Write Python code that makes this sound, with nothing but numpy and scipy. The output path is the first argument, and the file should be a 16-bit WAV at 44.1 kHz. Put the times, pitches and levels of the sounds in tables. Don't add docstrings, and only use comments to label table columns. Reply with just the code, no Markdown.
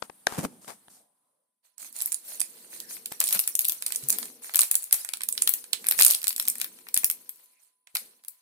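import sys
import numpy as np
from scipy import signal
from scipy.fft import rfft, irfft, next_fast_len
from scipy.io import wavfile
from scipy.ndimage import uniform_filter1d, map_coordinates

SR = 44100
rng = np.random.default_rng(int(sys.argv[2]) if len(sys.argv) > 2 else 0)


def file_out(sig):
    cols = np.atleast_2d(sig).T
    lim = np.clip(cols, -1, 1)
    pcm = np.round(lim * 32767).astype(np.int16)
    wavfile.write(sys.argv[1], SR, pcm)


N = 370881


def amp(db):
    return 10 ** (np.asarray(db) / 20)


def unit(x):
    return x / np.sqrt(np.mean(x ** 2) + 1e-20)


def along(points, hz):
    f, v = np.transpose(points)
    return np.interp(np.log(hz + 1), np.log(f + 1), v)


def level_curve(rows):
    t, level_db = np.transpose(rows)
    return np.interp(np.arange(N) / SR, t, level_db, left=-140, right=-140)


def wobble(rate_hz):
    knots = rng.standard_normal(int(N * rate_hz / SR) + 4)
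    return map_coordinates(knots, [np.arange(N) * rate_hz / SR])


def filtered(x, response):
    m = next_fast_len(N + SR // 2)
    return irfft(rfft(x, m) * response(np.fft.rfftfreq(m, 1 / SR)), m)[..., :N]


def gaussian_band(x, centre_hz, width_hz):
    return unit(filtered(x, lambda f: np.exp(-((f - centre_hz) / width_hz) ** 2)))


def colour(x, points):
    target = amp(along(points, np.fft.rfftfreq(4096, 1 / SR)))
    cepstrum = irfft(np.log(target + 1e-5))
    cepstrum[1:2048] *= 2
    cepstrum[2049:] = 0
    h = irfft(np.exp(rfft(cepstrum)))
    return signal.oaconvolve(x, h[None] / np.linalg.norm(h), axes=1)[:, :N]


def pair(alike, patchy_db=0):
    a, b = rng.standard_normal((2, N))
    angle = np.arccos(np.clip(alike, 0, 1)) / 2
    both = np.cos(angle) * a + np.sin(angle) * b * [[1], [-1]]
    if not patchy_db:
        return both
    z = signal.stft(both, nperseg=256)[2]
    field = uniform_filter1d(rng.standard_normal(z.shape), size=2, axis=1)
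    field = uniform_filter1d(field, size=6, axis=2)
    return unit(signal.istft(z * amp(patchy_db * unit(field)), nperseg=256)[1][:, :N])


def wandering(x, depth_db):
    z = signal.stft(x, nperseg=2048)[2]
    field = uniform_filter1d(rng.standard_normal(z.shape[1:]), size=4, axis=0)
    field = uniform_filter1d(field, size=12, axis=1)
    return unit(signal.istft(z * amp(depth_db * unit(field)), nperseg=2048)[1][:, :N])


def sides(pan_db):
    g = amp(np.multiply.outer([.5, -.5], np.clip(pan_db, -40, 40)))
    return g / np.sqrt(np.mean(g ** 2, axis=0))


KICK_DECAY_RATIO = .21


def bursts(t_s, db, pan_db, t60_s, kick=0):
    t60_s, kick = np.clip(t60_s, .002, .06)[:, None], np.clip(kick, 0, 1)
    step = np.arange(-SR // 300, int(t60_s.max() * SR))
    fall_db = -120 * np.abs(step) / SR / t60_s
    lead = .006 * amp(fall_db / 1.4)
    rise = amp(fall_db / 0.073) + lead
    decay = kick * amp(fall_db / KICK_DECAY_RATIO) + (1 - kick) * amp(fall_db)
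    shape = np.where(step < 0, rise, decay)
    at = np.clip(np.round(t_s * SR).astype(int)[:, None] + step, 0, None).ravel()
    power = []
    for g in sides(pan_db):
        weights = (g * amp(db))[:, None] ** 2 * shape
        power.append(np.bincount(at, weights.ravel(), N + SR)[:N])
    return np.sqrt(power)


def crackle(count, spread_db, t60_s, share):
    u = rng.random((count, 2))
    size = np.minimum(rng.exponential(size=count), 4)
    tiny = bursts(u[:, 0] * N / SR, spread_db * size, 8 * (u[:, 1] - .5), np.array([t60_s]), kick=0.27)
    share = np.clip(share, 0, 1)
    return np.sqrt(share * unit(tiny) ** 2 + 1 - share)


def ring(t_s, db, hz, t60_s, attack_s, gains):
    out, t = np.zeros((2, N + SR)), np.arange(SR // 4) / SR
    for start, level, f, decay, lr in zip(t_s, db, hz, t60_s, gains.T):
        envelope = amp(level - 60 * t / decay) * (1 - np.exp(-t / attack_s))
        wave = envelope * np.sin(2 * np.pi * f * t)
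        out[:, round(start * SR):][:, :len(t)] += lr[:, None] * wave
    return out[:, :N]


def gestures(t_s, hold_s, db, t60_s, rise_s):
    t = np.arange(0, N, 32) / SR - t_s[:, None]
    released_s = np.clip(t - rise_s - hold_s[:, None], 0, None)
    fall_db = 60 * released_s / np.clip(t60_s, .02, None)[:, None]
    return (np.clip(t / rise_s, 0, 1) ** 2 * amp(db[:, None] - fall_db)) ** 2


def summed(power, db=0):
    total = np.sum(power * np.reshape(amp(db) ** 2, (-1, 1)), axis=0) + 1e-14
    return np.interp(np.arange(N), np.linspace(0, N, len(total)), 10 * np.log10(total))


def place(power, pan_db):
    mean = pan_db @ power / (power.sum(axis=0) + 1e-14)
    return np.interp(np.arange(N), np.linspace(0, N, len(mean)), mean)


# t/s, level/dB
WHINE_LEVEL = [(0, -95), (1.2, -91.5), (1.5, -99), (1.6, -108), (1.66, -91), (1.8, -85), (7.3, -80.5),
               (7.6, -85.5), (7.85, -88.5), (8.41, -84)]
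WHINE_CENTRE_HZ = 1004
WHINE_BAND_HZ, WHINE_WIDTH_HZ, WHINE_BAND_DB = 9750, 60, 7.5


def whine():
    phase = 2 * np.pi * np.cumsum(WHINE_CENTRE_HZ + 4 * wobble(44)) / SR
    tone = amp(1.5 * wobble(10.0)) * np.sin(phase)
    band = gaussian_band(pair(0.82), WHINE_BAND_HZ, WHINE_WIDTH_HZ)
    return amp(level_curve(WHINE_LEVEL)) * (unit(tone) + amp(WHINE_BAND_DB) * band)


# f/Hz, t60/s, relative level/dB
ROOM_DECAY = [(500, 0.14, 1), (2004, 0.16, 2), (3540, 0.18, -2.5), (6000, 0.19, -3), (9350, 0.15, -0.5),
              (16000, 0.15, 1)]


def room(x, count=3):
    turn = np.arange(N) * 30 // SR % count
    wet, (f, t60_s, db) = 0, np.transpose(ROOM_DECAY)
    for k in range(count):
        hz, t, z = signal.stft(rng.standard_normal((2, SR // 5)), SR, nperseg=128)
        fade_db = np.interp(hz, f, db)[:, None] - 60 * t / np.interp(hz, f, t60_s)[:, None]
        tail = signal.istft(z * amp(fade_db), SR, nperseg=128)[1]
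        tail = tail / np.linalg.norm(tail[0])
        wet = wet + signal.oaconvolve(x * (turn == k), tail, axes=1)[:, :N]
    return np.pad(wet, ((0, 0), (160, 0)))[:, :N]


# t/s, level/dB before -3 dB trim
THUMP_EVENTS = [(2.139, -64), (2.409, -52), (3.119, -52), (3.199, -62), (3.329, -61), (4.099, -46),
                (4.589, -54), (4.929, -61), (5.419, -52), (5.469, -52), (6.004, -43.5), (6.029, -56),
                (6.149, -58), (6.279, -51), (6.4, -56), (6.479, -45), (6.969, -47), (7.039, -48),
                (7.099, -60), (7.944, -57)]
# f/Hz, relative level/dB
THUMP_SHAPE = [(20, -25), (50, -9), (120, -0.5), (250, 1), (500, -2), (900, -17.5), (2000, -79.5)]


def thumps():
    t_s, db = np.transpose(THUMP_EVENTS)
    return colour(bursts(t_s, db - 3, 0 * t_s, np.array([.003])), THUMP_SHAPE)


# t/s, level/dB before mode trim, f/Hz of lower mode, t60/s of lower mode
BUMP_EVENTS = [(0.384, -23, 163, 0.038), (0.436, -41, 249, 0.072), (0.453, -35, 179, 0.046),
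               (0.489, -68.5, 243.6, 0.47), (3.355, -47, 197, 0.064), (4.03, -53, 137, 0.18)]


def bumps():
    t_s, db, hz, t60_s = np.transpose(BUMP_EVENTS)
    lr = sides(0 * t_s)
    lower = ring(t_s, db + 14.0, hz, t60_s, 0.00675, lr)
    upper = ring(t_s, db + 0.54, 1.6 * hz, 1.9 * t60_s, 0.012, lr)
    return lower + upper


# t/s of centre, f/Hz of centre, width/Hz, level/dB, length/s
PUFF_EVENTS = [(1.01, 690, 200, -70.5, 0.079), (1.25, 1000, 349.5, -85, 0.18),
               (1.354, 548, 120.4, -87.5, 0.13), (2.326, 594, 130, -62.5, 0.051),
               (2.868, 1800, 300, -61.5, 0.064), (7.569, 2310, 399, -72.5, 0.042)]


def puffs():
    t, noise, out = np.arange(N) / SR, pair(0.25), 0
    for t_s, hz, width_hz, db, length_s in PUFF_EVENTS:
        swell = np.exp(-((t - t_s) / length_s) ** 2)
        out = out + amp(db) * swell * gaussian_band(noise, hz, width_hz)
    return out


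# f/Hz, relative level/dB per Hz
SKIN_SHAPE = [(240, -31.5), (400, -7), (526, -7), (787, -1.5), (1670, -8), (3450, -15), (5000, -18),
              (6500, -31.5), (11000, -120)]
# start t/s, hold/s, hiss level/dB, release t60/s, left-right/dB (scrape),
# scrape level/dB re hiss, rumble level/dB re hiss
STROKE_EVENTS = [(0.017, 0.02, -52, 0.093, 7, -3.5, -11), (0.271, 0.087, -45, .1, 3, 1.5, -9),
                 (0.372, 0.0062, -34.5, 0.17, -2, -2.5, 3.5), (0.421, 0.021, -39, 0.068, 0, -3, 7.5),
                 (.47, 0.037, -61.5, 0.55, 1, -3.5, 8), (0.608, 0.12, -54.5, 0.17, 9, -10.5, -13),
                 (0.668, 0.029, -45, 0.11, 39, 2, -6), (.89, 0.064, -56.5, 0.24, -1, -14, -17)]
# f/Hz, relative level/dB per Hz
SLIDE_SHAPE = [(2350, -27), (4000, -16.5), (6000, -10.5), (7860, -9.5), (8700, -5.5), (14900, -15.5),
               (15900, -37), (16500, -51)]
# t/s, level/dB
REST_LEVEL = [(0, -60), (.87, -62), (1.0, -63.5), (1.1, -76), (1.3, -79.5), (1.6, -90.5), (1.75, -93)]
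# f/Hz, relative level/dB per Hz
REST_SHAPE = [(2350, -28), (3500, -17.5), (5500, -20.5), (7000, -18.5), (9000, -4), (11000, -8.5),
              (12500, -14), (14900, -16), (16500, -49.5)]
# f/Hz, relative level/dB per Hz
RUMBLE_SHAPE = [(35, -69.5), (60, -34.5), (97, -15.5), (172, -4), (213, 0.5), (407, -11), (477, -10.5),
                (900, -19), (1170, -47), (1980, -120)]
STROKE_RISE_S = 0.011
REST_SCRAPE_DB, REST_RUMBLE_DB = -11, -12


def rub():
    t_s, hold_s, db, t60_s, pan_db, scrape_db, rumble_db = np.transpose(STROKE_EVENTS)
    power = gestures(t_s, hold_s, db, t60_s, STROKE_RISE_S)
    rest_db = level_curve(REST_LEVEL)

    def level(stroke_re_db, rest_re_db):
        return np.hypot(amp(summed(power, stroke_re_db)), amp(rest_db + rest_re_db))

    share = (summed(power, scrape_db) + 79.0) / 75
    grain = crackle(count=3000, spread_db=-3.0, t60_s=0.009, share=share)
    slide = amp(summed(power)) * colour(grain * pair(0.074), SLIDE_SHAPE)
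    rest = amp(rest_db) * colour(pair(0.1, patchy_db=4), REST_SHAPE)
    scrape = level(scrape_db, REST_SCRAPE_DB) * sides(place(power, pan_db))
    scrape = scrape * colour(grain * pair(0.17), SKIN_SHAPE)
    rumble = level(rumble_db, REST_RUMBLE_DB) * colour(pair(0.7), RUMBLE_SHAPE)
    return slide + rest + scrape + rumble


# t/s, level/dB before part trims, f/Hz of ring, left-right/dB, nominal t60/s,
# click level/dB re level, click left-right/dB
TAP_EVENTS = [(0.0226, -35.5, 1010, 30, 0.018, 3, 26), (0.0246, -22.5, 875, 40, 0.0097, -3, 24),
              (0.098, -34.5, 730, 25.0, 0.014, -7, -3), (0.2695, -12.5, 1110, 16.5, 0.015, 3.5, -13),
              (0.324, -29, 560, 22, 0.006, -3.5, -16), (0.391, -21, 533, 31, 0.0024, -10, -19.5),
              (0.45, -18.5, 660, 26, 0.0051, -16, -16), (0.646, -45, 840, 25, 0.0096, 1, -15),
              (0.883, -42, 920, 11, 0.0056, 2, -17), (3.119, -37.5, 537, 25, 0.014, 8, -7)]
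# multiple of ring f, level/dB
CASE_MODES = [(.7, 4.5), (1.1, 1.5), (1.45, 7)]
# f/Hz, relative level/dB
CLICK_SHAPE = [(1500, -45.5), (3000, 3.5), (5000, -0.5), (9000, -1), (14000, -18), (17000, -42)]


def taps():
    t_s, db, hz, pan_db, t60_s, click_db, click_pan_db = np.transpose(TAP_EVENTS)
    case = 0
    for multiple, gain_db in CASE_MODES:
        case = case + ring(t_s, db + gain_db, multiple * hz, 0.84 * t60_s, 0.00043, sides(pan_db))
    thud = bursts(t_s + 0.00074, db - 2, pan_db, 0.88 * t60_s) * pair(1.0)
    click = bursts(t_s - .0003, db + click_db, click_pan_db, 0.5 * t60_s, kick=0.37)
    click = click * np.sign(pair(0.078))
    return case + colour(thud, SKIN_SHAPE) + colour(click, CLICK_SHAPE)


# start t/s, hold/s, treble level/dB, release t60/s, left-right/dB
SQUEEZE_EVENTS = [(1.622, 0.011, -62.5, 0.27, -8), (1.769, 0.061, -43, 0.27, -5),
                  (1.928, 0.066, -39.5, 0.83, -2), (2.22, 0.019, -45, .2, -3), (2.254, 0.056, -40, 0.5, -2),
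                  (2.382, 0.26, -50.5, 0.81, -1.5), (2.68, 0.022, -47.5, .2, -1),
                  (2.706, 0.016, -42, 0.78, -1.5), (2.871, 0.039, -39, 0.35, 1),
                  (3.08, 0.026, -46.5, 0.57, -3), (3.185, 0.14, -31.5, 0.63, -0.5),
                  (3.225, .005, -34, .15, 0), (3.58, 0.075, -39, 0.95, 0), (3.844, 0.37, -43, 0.35, -0.5),
                  (4.094, 0.0051, -31, 0.23, 0), (4.158, 0.026, -41.5, .65, 1),
                  (4.403, 0.053, -43, 0.47, 0), (4.565, 0.025, -28.5, 0.29, 0.5),
                  (4.755, 0.079, -45.5, 0.3, -0.5), (4.91, 0.066, -38, 0.32, 0),
                  (5.346, 0.046, -42, 0.66, 5.5), (5.47, 0.08, -44.5, 0.65, 0),
                  (5.76, 0.063, -48, 0.405, -0.5), (5.885, 0.14, -37.5, 0.34, 13),
                  (5.958, 0.13, -26, 0.3, -4), (6.254, 0.022, -37.5, 0.18, 8),
                  (6.388, 0.19, -46, 0.83, -0.5), (6.687, 0.28, -56.5, .5, 2),
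                  (6.947, 0.034, -42.5, 0.98, 1), (7.298, 0.09, -59, 0.8, -0.5),
                  (7.572, 0.066, -65.5, 0.27, -5), (7.866, 0.074, -66.5, 0.41, 1),
                  (7.936, 0.01, -42.5, 0.51, -0.5), (8.233, 0.017, -71, 0.25, -4),
                  (8.29, .03, -64.5, 1.1, 0)]
# f/Hz, relative level/dB per Hz
FILM_SHAPE = [(2400, -31), (4000, -10.5), (5500, -8), (7200, -6), (9100, 0.5), (11700, -2), (15200, -5.5),
              (16500, -39.5)]
# f/Hz, relative level/dB per Hz
BODY_SHAPE = [(290, -49), (500, -5), (1440, -5.5), (2040, -4), (2730, -3.5), (3850, -5.5), (4330, 1.5),
              (5000, -17), (6500, -32.5), (11000, -120)]
# t/s, level/dB
MURMUR_LEVEL = [(1.74, -99.5), (1.83, -66), (1.96, -70.5), (2.72, -65), (2.89, -61), (3.8, -70),
                (4.02, -58.5), (4.17, -55.5), (4.43, -60.5), (4.66, -74.5), (4.99, -82), (5.38, -63.5),
                (5.97, -64), (6.12, -75), (6.35, -66.5), (6.55, -61.5), (6.94, -65.5), (7.22, -69),
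                (7.59, -92.5), (7.92, -98), (8.02, -65), (8.15, -79), (8.41, -104)]
# f/Hz, relative level/dB per Hz
MURMUR_SHAPE = [(18, -55), (30, -22), (86, -29), (150, -7), (200, -3.5), (240, 3.5), (290, -4), (346, 0),
                (414, -4), (462, 1.5), (575, -11), (800, -14), (1040, -22), (1760, -120)]
SQUEEZE_RISE_S = 0.031
BODY_DB, BODY_SLOPE = -55, 0.77
MURMUR_RE_TREBLE_DB = -38


def rustle():
    t_s, hold_s, db, t60_s, pan_db = np.transpose(SQUEEZE_EVENTS)
    power = gestures(t_s, hold_s, db, t60_s, SQUEEZE_RISE_S)
    treble_db = summed(power)
    body_db = BODY_DB + BODY_SLOPE * (treble_db + 40)
    firm = np.clip((treble_db + 40.0) / 22, 0, 1)
    where = sides(place(power, pan_db))
    grain = where * crackle(count=2500, spread_db=4.0, t60_s=0.012, share=firm)
    ticks = where * crackle(count=1100, spread_db=2.5, t60_s=0.009, share=.3 + .6 * firm)
    treble_gain = amp(treble_db + (-0.83 + 2.0 * firm) * wobble(46))
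    treble = treble_gain * colour(grain * pair(0.11, patchy_db=6.0), FILM_SHAPE)
    body_gain = amp(body_db + (1.5 + 8.1 * firm) * wobble(30))
    body = body_gain * colour(ticks * pair(0.13), BODY_SHAPE)
    murmur_gain = np.hypot(amp(level_curve(MURMUR_LEVEL)), amp(treble_db + MURMUR_RE_TREBLE_DB))
    murmur_gain = murmur_gain * amp(1.9 * wobble(5.3))
    murmur = murmur_gain * colour(wandering(pair(0.84), depth_db=1.94), MURMUR_SHAPE)
    return treble + body + murmur


TINT_LO_HZ, TINT_HI_HZ = 4010, 14500
TINT_T60_S = .011


def tints(t_s, db, pan_db, count=4):
    u, t = rng.random((len(t_s), count, 3)), np.arange(SR // 40) / SR
    hz = TINT_LO_HZ * (TINT_HI_HZ / TINT_LO_HZ) ** np.sqrt(u[..., :1])
    t60_s = TINT_T60_S * (.5 + u[..., 2:])
    envelope = amp(-12 * u[..., 1:2] - 60 * t / t60_s)
    wave = np.sum(envelope * np.sin(2 * np.pi * hz * t), axis=1)
    wave = wave * (1 - np.exp(-t / .0002))
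    at = (np.round(t_s * SR).astype(int)[:, None] + np.arange(len(t))).ravel()
    out = []
    for g in sides(pan_db):
        out.append(np.bincount(at, ((g * amp(db))[:, None] * wave).ravel(), N + SR)[:N])
    return np.array(out)


# t/s, peak level/dB, top, middle and low level/dB re peak, left-right/dB
CREASE_EVENTS = [(1.7804, -30.5, -17, -38, -33, -14), (1.793, -45, -15, -29, -33, -10),
                 (1.805, -51, -20, -28, -26, -8), (1.8263, -32.5, -21, -18, -18, -6),
                 (1.8452, -30.5, -16, -30, -21, -3), (1.9256, -34, -6, -34, -36, -9),
                 (1.9636, -28, -8, -26, -43, -16), (1.9875, -25, -16, -24, -34, -11),
                 (2.004, -19.5, -25, -18, -33, -7), (2.0138, -20, -8, -16, -35, -17),
                 (2.0198, -17.5, -1, -23, -29.5, -6), (2.058, -21, 4, -39, -44, -9),
                 (2.0739, -24.5, -12, -25, -23, -6), (2.1192, -13, -20, -26.5, -35, -3),
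                 (2.125, -10.5, -14.5, -29, -39, -15), (2.143, -9, -21, -30, -57, -8),
                 (2.397, -19.5, -14, -18, -32, -7), (2.403, -11.5, -9.5, -24, -41, -9),
                 (2.4141, -11.5, -28, -23, -26.5, -2.5), (2.7211, -43, -10, -12, -15, -5),
                 (2.729, -43.5, -14, -17, -6.5, -9), (2.737, -42, -14, -7, -19, -3),
                 (2.801, -21.5, -10, -17, -43, -6), (2.908, -39.5, 3, -9, -8, -11),
                 (2.967, -43, -14, -7, -7, 1), (3.0576, -18.5, -13, -17, -30, -0.5),
                 (3.121, -21.5, -7.5, -21, -22, 3), (3.1374, -46, -14, -24, -33, 0),
                 (3.2021, -7, -9.5, -19.5, -32, 3), (3.212, -20, -7, -7, -10.5, -6),
                 (3.2312, -31, -6, -26, -36, 0), (3.239, -9, -12, -25, -38, -4),
                 (3.2572, -27, -12, -20, -41, -0.5), (3.271, -26.5, -6, -10, -37, 5),
                 (3.2782, -15.5, -18, -16, -44, -8), (3.288, -17, -6, -15, -32, 3),
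                 (3.307, -19.5, -3, -14.5, -26, 0), (3.3255, -9, -10, -20, -30, -10),
                 (3.3295, -18, -5, -22, -39, 6), (3.334, -21, -3, -31, -26.5, 12),
                 (3.3428, -18, -8, -29, -30, 4), (3.347, -14, -9, -25, -29, 4),
                 (3.352, -21, -11, -29, -25, 7.5), (3.3588, -37, 4, -10, -19, 2.5),
                 (3.3914, -10.5, -6, -13.5, -27, -3), (3.399, -19, 0.5, -35, -35, 9),
                 (3.41, -23, -16, -33, -43, -7), (3.438, -33, 1, -7, -20, 2),
                 (3.475, -11, -10.5, -25, -28.5, -1.5), (3.489, -27, -3, -37, -49, 17),
                 (3.552, -7.5, -17, -28.5, -51, 6.5), (3.563, -32, 1, -22, -26, -4),
                 (3.5908, -10.5, -0.5, -17.5, -45, -2), (3.607, -20.5, -1, -32, -40, -4),
                 (3.615, -15.5, -11, -31, -40.5, 15), (3.6455, -18, -10, -18, -41, 17),
                 (3.6505, -15.5, -6, -14, -56, -3), (3.681, -28, 8, -17, -34, 8),
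                 (3.685, -15, -1.5, -19, -49, -17), (3.695, -10.5, -10, -16, -38.5, 7),
                 (3.7199, -17.5, -5, -18.5, -34, 3), (3.8223, -19.5, -12, -13.5, -20.5, -5),
                 (3.8629, -11.5, -11.5, -20, -31, 0), (3.88, -21.5, -14, -22, -34, -7.5),
                 (3.904, -29, -7.5, -24, -16, 3), (3.921, -16.5, -5, -11.5, -23.5, -8),
                 (3.9473, -22, -14, -20, -26.5, -8), (3.9584, -10, -15, -31, -49, -3.5),
                 (4.037, -27.5, -23, -18, -32.5, -2), (4.0858, -11, -5, -41, -49, 2),
                 (4.0966, -11, -11, -24.5, -27, -2), (4.1021, -5.5, -12, -25, -41, -3),
                 (4.1258, -12.5, -32, -32.5, -32, -18), (4.1848, -16.5, -8, -19, -24, 7),
                 (4.2275, -24.5, -22, -10.5, -19, -10), (4.2547, -27.5, -12, -16, -21, -4),
                 (4.42, -46, -11, -27, -11, -7.5), (4.444, -33.5, -5.5, -21, -16.5, -6.0),
                 (4.456, -31, -13, -23, -24, -10), (4.466, -35.5, -13.5, -23, -19.5, -1),
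                 (4.4935, -39, -13, -4, -2.5, -4), (4.5376, -24.5, -3, -15, -19, -8.5),
                 (4.5443, -17, -8.5, -8.5, -22.5, 32), (4.5563, -5.5, -7.5, -19.5, -30, 0.5),
                 (4.568, -10.5, -13.5, -20, -32.5, 2), (4.577, -23, -9.5, -19.5, -31, -7),
                 (4.5904, 0, -26, -23, -27.5, -0.5), (4.597, -28, -4.5, -15.5, -33, 1),
                 (4.6072, -9.5, -2, -24, -48, -2), (4.616, -8.5, -16.5, -21.5, -44, -6.5),
                 (4.6319, -13.5, -6.5, -15, -23, -11), (4.7122, -7, -9, -25, -31.5, 1.5),
                 (4.7237, -31.5, -22, -26.5, -33, -6.5), (4.742, -20, -10, -16, -20, -14),
                 (4.753, -5, -13.5, -26, -44.5, 0.5), (4.766, -26, -13.5, -28, -31, 0),
                 (4.823, -25.5, -14, -25.5, -36, 9.5), (4.83, -25.5, -14, -29, -29, -3.5),
                 (4.8398, -20.5, -8, -36, -41.5, 2), (4.9093, -27, -21.5, -11, -21, -5),
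                 (4.9259, -3, -8, -20.5, -34, 2.5), (4.9332, -21, -17.5, -30.5, -28, -4.5),
                 (4.942, -11.5, -22.5, -25.5, -27, -8.5), (4.9484, -38, -15, -24.5, -29.5, -2.5),
                 (5.047, -20, -12, -23, -22.5, -4), (5.0886, -19.5, -18, -13.5, -20.5, 4),
                 (5.1207, -41, -8.5, -23, -16, -2), (5.134, -20, -10, -22, -26.5, -5),
                 (5.136, -18, -15, -8.5, -21, -4.5), (5.1704, -23.5, -16, -22, -34, 1.5),
                 (5.2066, -24.5, -26, -12, -14, -3), (5.217, -24.5, -11, -11.5, -24, -4),
                 (5.234, -16, -9.5, -20.5, -30.5, -3), (5.2868, -9.5, -9, -24, -39, -5),
                 (5.325, -12, -19.5, -28, -50, -1), (5.351, -28, -7.5, -24, -22, -7),
                 (5.3771, -21.5, -14, -4.5, -20.5, -4), (5.42, -4, -18.5, -25.5, -35.5, -3.5),
                 (5.4739, -6, -10.5, -13.5, -26.5, 4), (5.4914, -10.5, -2, -37.5, -32, 4),
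                 (5.5369, -13, -3, -18, -32.5, -2), (5.64, -29, -27, -16.5, -24, 0),
                 (5.7309, -10.5, -12, -7, -22.5, -7), (5.8418, -29, -11, -13, -17.5, -1),
                 (5.849, -33, -12, -15, -24.5, -1.5), (5.8613, -31, -17, -12.5, -7, -3),
                 (5.8673, -18, -3.5, -16, -35.5, 0.5), (5.8858, -7.5, -8, -23, -35, -1.5),
                 (5.9102, -12.5, -1, -12.5, -23.5, -3.5), (5.9207, -15.5, -10.5, -10.5, -18, 2.5),
                 (5.9294, -37.5, -6.5, -15, -22, -0.5), (5.9772, -25.5, -16.5, -12.5, -31, -8.5),
                 (5.989, -9.5, -14.5, -16.5, -16.5, -1), (5.9962, -11.5, -3.5, -12.5, -28.5, -9.5),
                 (6.005, -12.5, -16.5, -13, -14.5, 1), (6.0098, -8.5, -2, -10.5, -23, -2.5),
                 (6.021, -0.5, -13, -16.5, -42.5, 2.5), (6.0313, -4, -24.5, -22, -41.5, 3.5),
                 (6.04, -12, -10, -17, -43, -1), (6.0476, -2, -5, -18, -38, -4),
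                 (6.063, 1, -20, -23.5, -35, -9.5), (6.08, -11.5, -8, -19.5, -40, 4.5),
                 (6.1081, -5.5, -10.5, -22.5, -58, 8.5), (6.1195, -14, -15, -15, -45, 1),
                 (6.135, -26.5, 2, -6, -28, -10), (6.145, -17.5, -22.5, -4, -45, 14),
                 (6.148, -9.5, -13, -20, -40, -1), (6.2162, -29.5, -4.5, -7, -28.5, -5),
                 (6.229, -25, -4, -16, -23, 8), (6.241, -16.5, -11, -11, -28.5, -12),
                 (6.269, -12, -14, -17.5, -25, 13), (6.2793, -8.5, -6.5, -18, -48, -6.5),
                 (6.2912, -12.5, -9, -27, -45, 5), (6.3051, -25, -10, -4, -18.5, 1),
                 (6.327, -26, -7, -13, -27, 1), (6.362, -14, -11, -20, -41, -1),
                 (6.379, -21.5, -8.5, -24, -24.5, -1), (6.3974, -9.5, -10, -14.5, -25, -6.5),
                 (6.412, -22, -10, -28, -35, 2), (6.424, -15, -18, -36, -32, 4),
                 (6.4521, -25, -12, -18, -27.5, 1), (6.4668, -31, -8, -30, -33, -2),
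                 (6.4762, -15, -16, -14.5, -24, -4), (6.4821, -9, -4.5, -27, -42, 4),
                 (6.499, -13, -17, -52, -63, 0), (6.554, -24, -10, -22, -24.5, 2),
                 (6.582, -28, -5, -23, -36, 1), (6.599, -22.5, -11, -20, -23, 0),
                 (6.608, -33, -10, -10, -20, 4), (6.6135, -13, -11.5, -13, -21, 2),
                 (6.643, -24, -1, -9.5, -19.5, 1), (6.7873, -43, -15, -12.5, -16, 10),
                 (6.8674, -46.5, -15, -6, -3, 3), (6.8857, -32, -6.5, -7.5, -18, 3),
                 (6.942, -4.5, -14, -34, -42, 2), (6.964, -19, -21.5, -8.5, -17, -2),
                 (6.9742, -5.5, -12, -21.5, -39.5, 2), (7.033, -26.5, -12, -26, -12, -14),
                 (7.0435, -6.5, 1, -19, -32.5, -2.5), (7.0547, -18, -10.5, -31, -37, 7),
                 (7.099, -14.5, -1.5, -16.5, -24, -7.5), (7.111, -13.5, -8.5, -26, -39, 7),
                 (7.292, -28, 1, -17.5, -29, -1), (7.358, -46, -4, -23, -30, 0),
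                 (7.371, -52, -4, -24, -30, 0), (7.458, -51, -7, -15, -33, 4),
                 (7.647, -60, 0, -21, -30, -1), (7.871, -41.5, -21, -9.5, -14.5, -8),
                 (7.951, -18, -2.5, -13.5, -25, -6), (7.9555, -20.5, -9, -7.5, -13, -1),
                 (7.9678, -16, -19, -8.5, -24, 6), (8.237, -41.5, -11, -15, -22, -2),
                 (8.2472, -38.5, -5, -15, -22.5, -8), (8.2822, -26.5, -0.5, -21, -32, 4)]
# f/Hz, relative level/dB
TOP_SHAPE = [(9000, -42.5), (11000, 10.5), (13000, 10), (15500, 4), (16800, -23.5)]
HIGH_SHAPE = [(3600, -39.5), (4800, -18.5), (7000, -6.5), (9000, 1), (11000, -1.5), (13500, -55.5)]
MIDDLE_SHAPE = [(1700, -37), (2500, -15), (4000, -8.5), (5600, -12), (7500, -42)]
LOW_SHAPE = [(60, -59.5), (250, -26), (600, -12.5), (1800, -3.5), (2600, -0.5), (3600, -73)]
SNAP_T60_S, SNAP_SCATTER = 0.011, 0.18
SNAP_DELAY_S, SNAP_KICK = 0.0011, 0.74
TINT_DB = -15.5


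def snaps():
    t_s, db, top_db, middle_db, low_db, pan_db = np.transpose(CREASE_EVENTS)
    t60_s = SNAP_T60_S * np.exp(SNAP_SCATTER * rng.standard_normal(len(t_s)))
    peak_s = t_s + SNAP_DELAY_S

    def shake(gain_db, pan_scale, t60_scale):
        return bursts(peak_s, db + gain_db, pan_scale * pan_db, t60_scale * t60_s, SNAP_KICK)

    top = colour(shake(top_db + 9, 0.56, 0.85) * np.sign(pair(0.16)), TOP_SHAPE)
    high = colour(shake(-0.17, 1.0, 1) * np.sign(pair(0.58, patchy_db=5.5)), HIGH_SHAPE)
    middle = colour(shake(middle_db + 6.0, 0.99, 1.53) * np.sign(pair(0.41)), MIDDLE_SHAPE)
    low = colour(shake(low_db + 10.0, 0.16, 1.49) * np.sign(pair(0.79)), LOW_SHAPE)
    return top + high + tints(peak_s, db + TINT_DB, pan_db), middle + low


# f/Hz, left-right/dB
PORT_LEAN = [(500, -0.5), (3000, 1.5), (8000, -5.5), (15000, 8.5)]
LEFT_LAG_S = 0.000156


def ports(f):
    lag_s = LEFT_LAG_S * np.array([[1], [0]])
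    return sides(along(PORT_LEAN, f)) * np.exp(-2j * np.pi * f * lag_s)


def scene():
    (bright, dull), touch = snaps(), taps()
    echo = room(amp(-7.0) * bright + amp(-9.0) * dull + amp(-22.0) * touch)
    film = bright + dull + rustle() + echo
    return filtered(film, ports) + touch + bumps() + thumps() + rub() + puffs() + whine()


BOTTOM_HZ, TOP_HZ = 45.34, 16600


def record(dry):
    dry = dry / (1 + np.abs(dry) ** 6) ** (1 / 6)
    return filtered(dry, lambda hz: 1j * hz / (BOTTOM_HZ + 1j * hz) / (1 + (hz / TOP_HZ) ** 160))


dry = scene()
out = record(dry)
file_out(out)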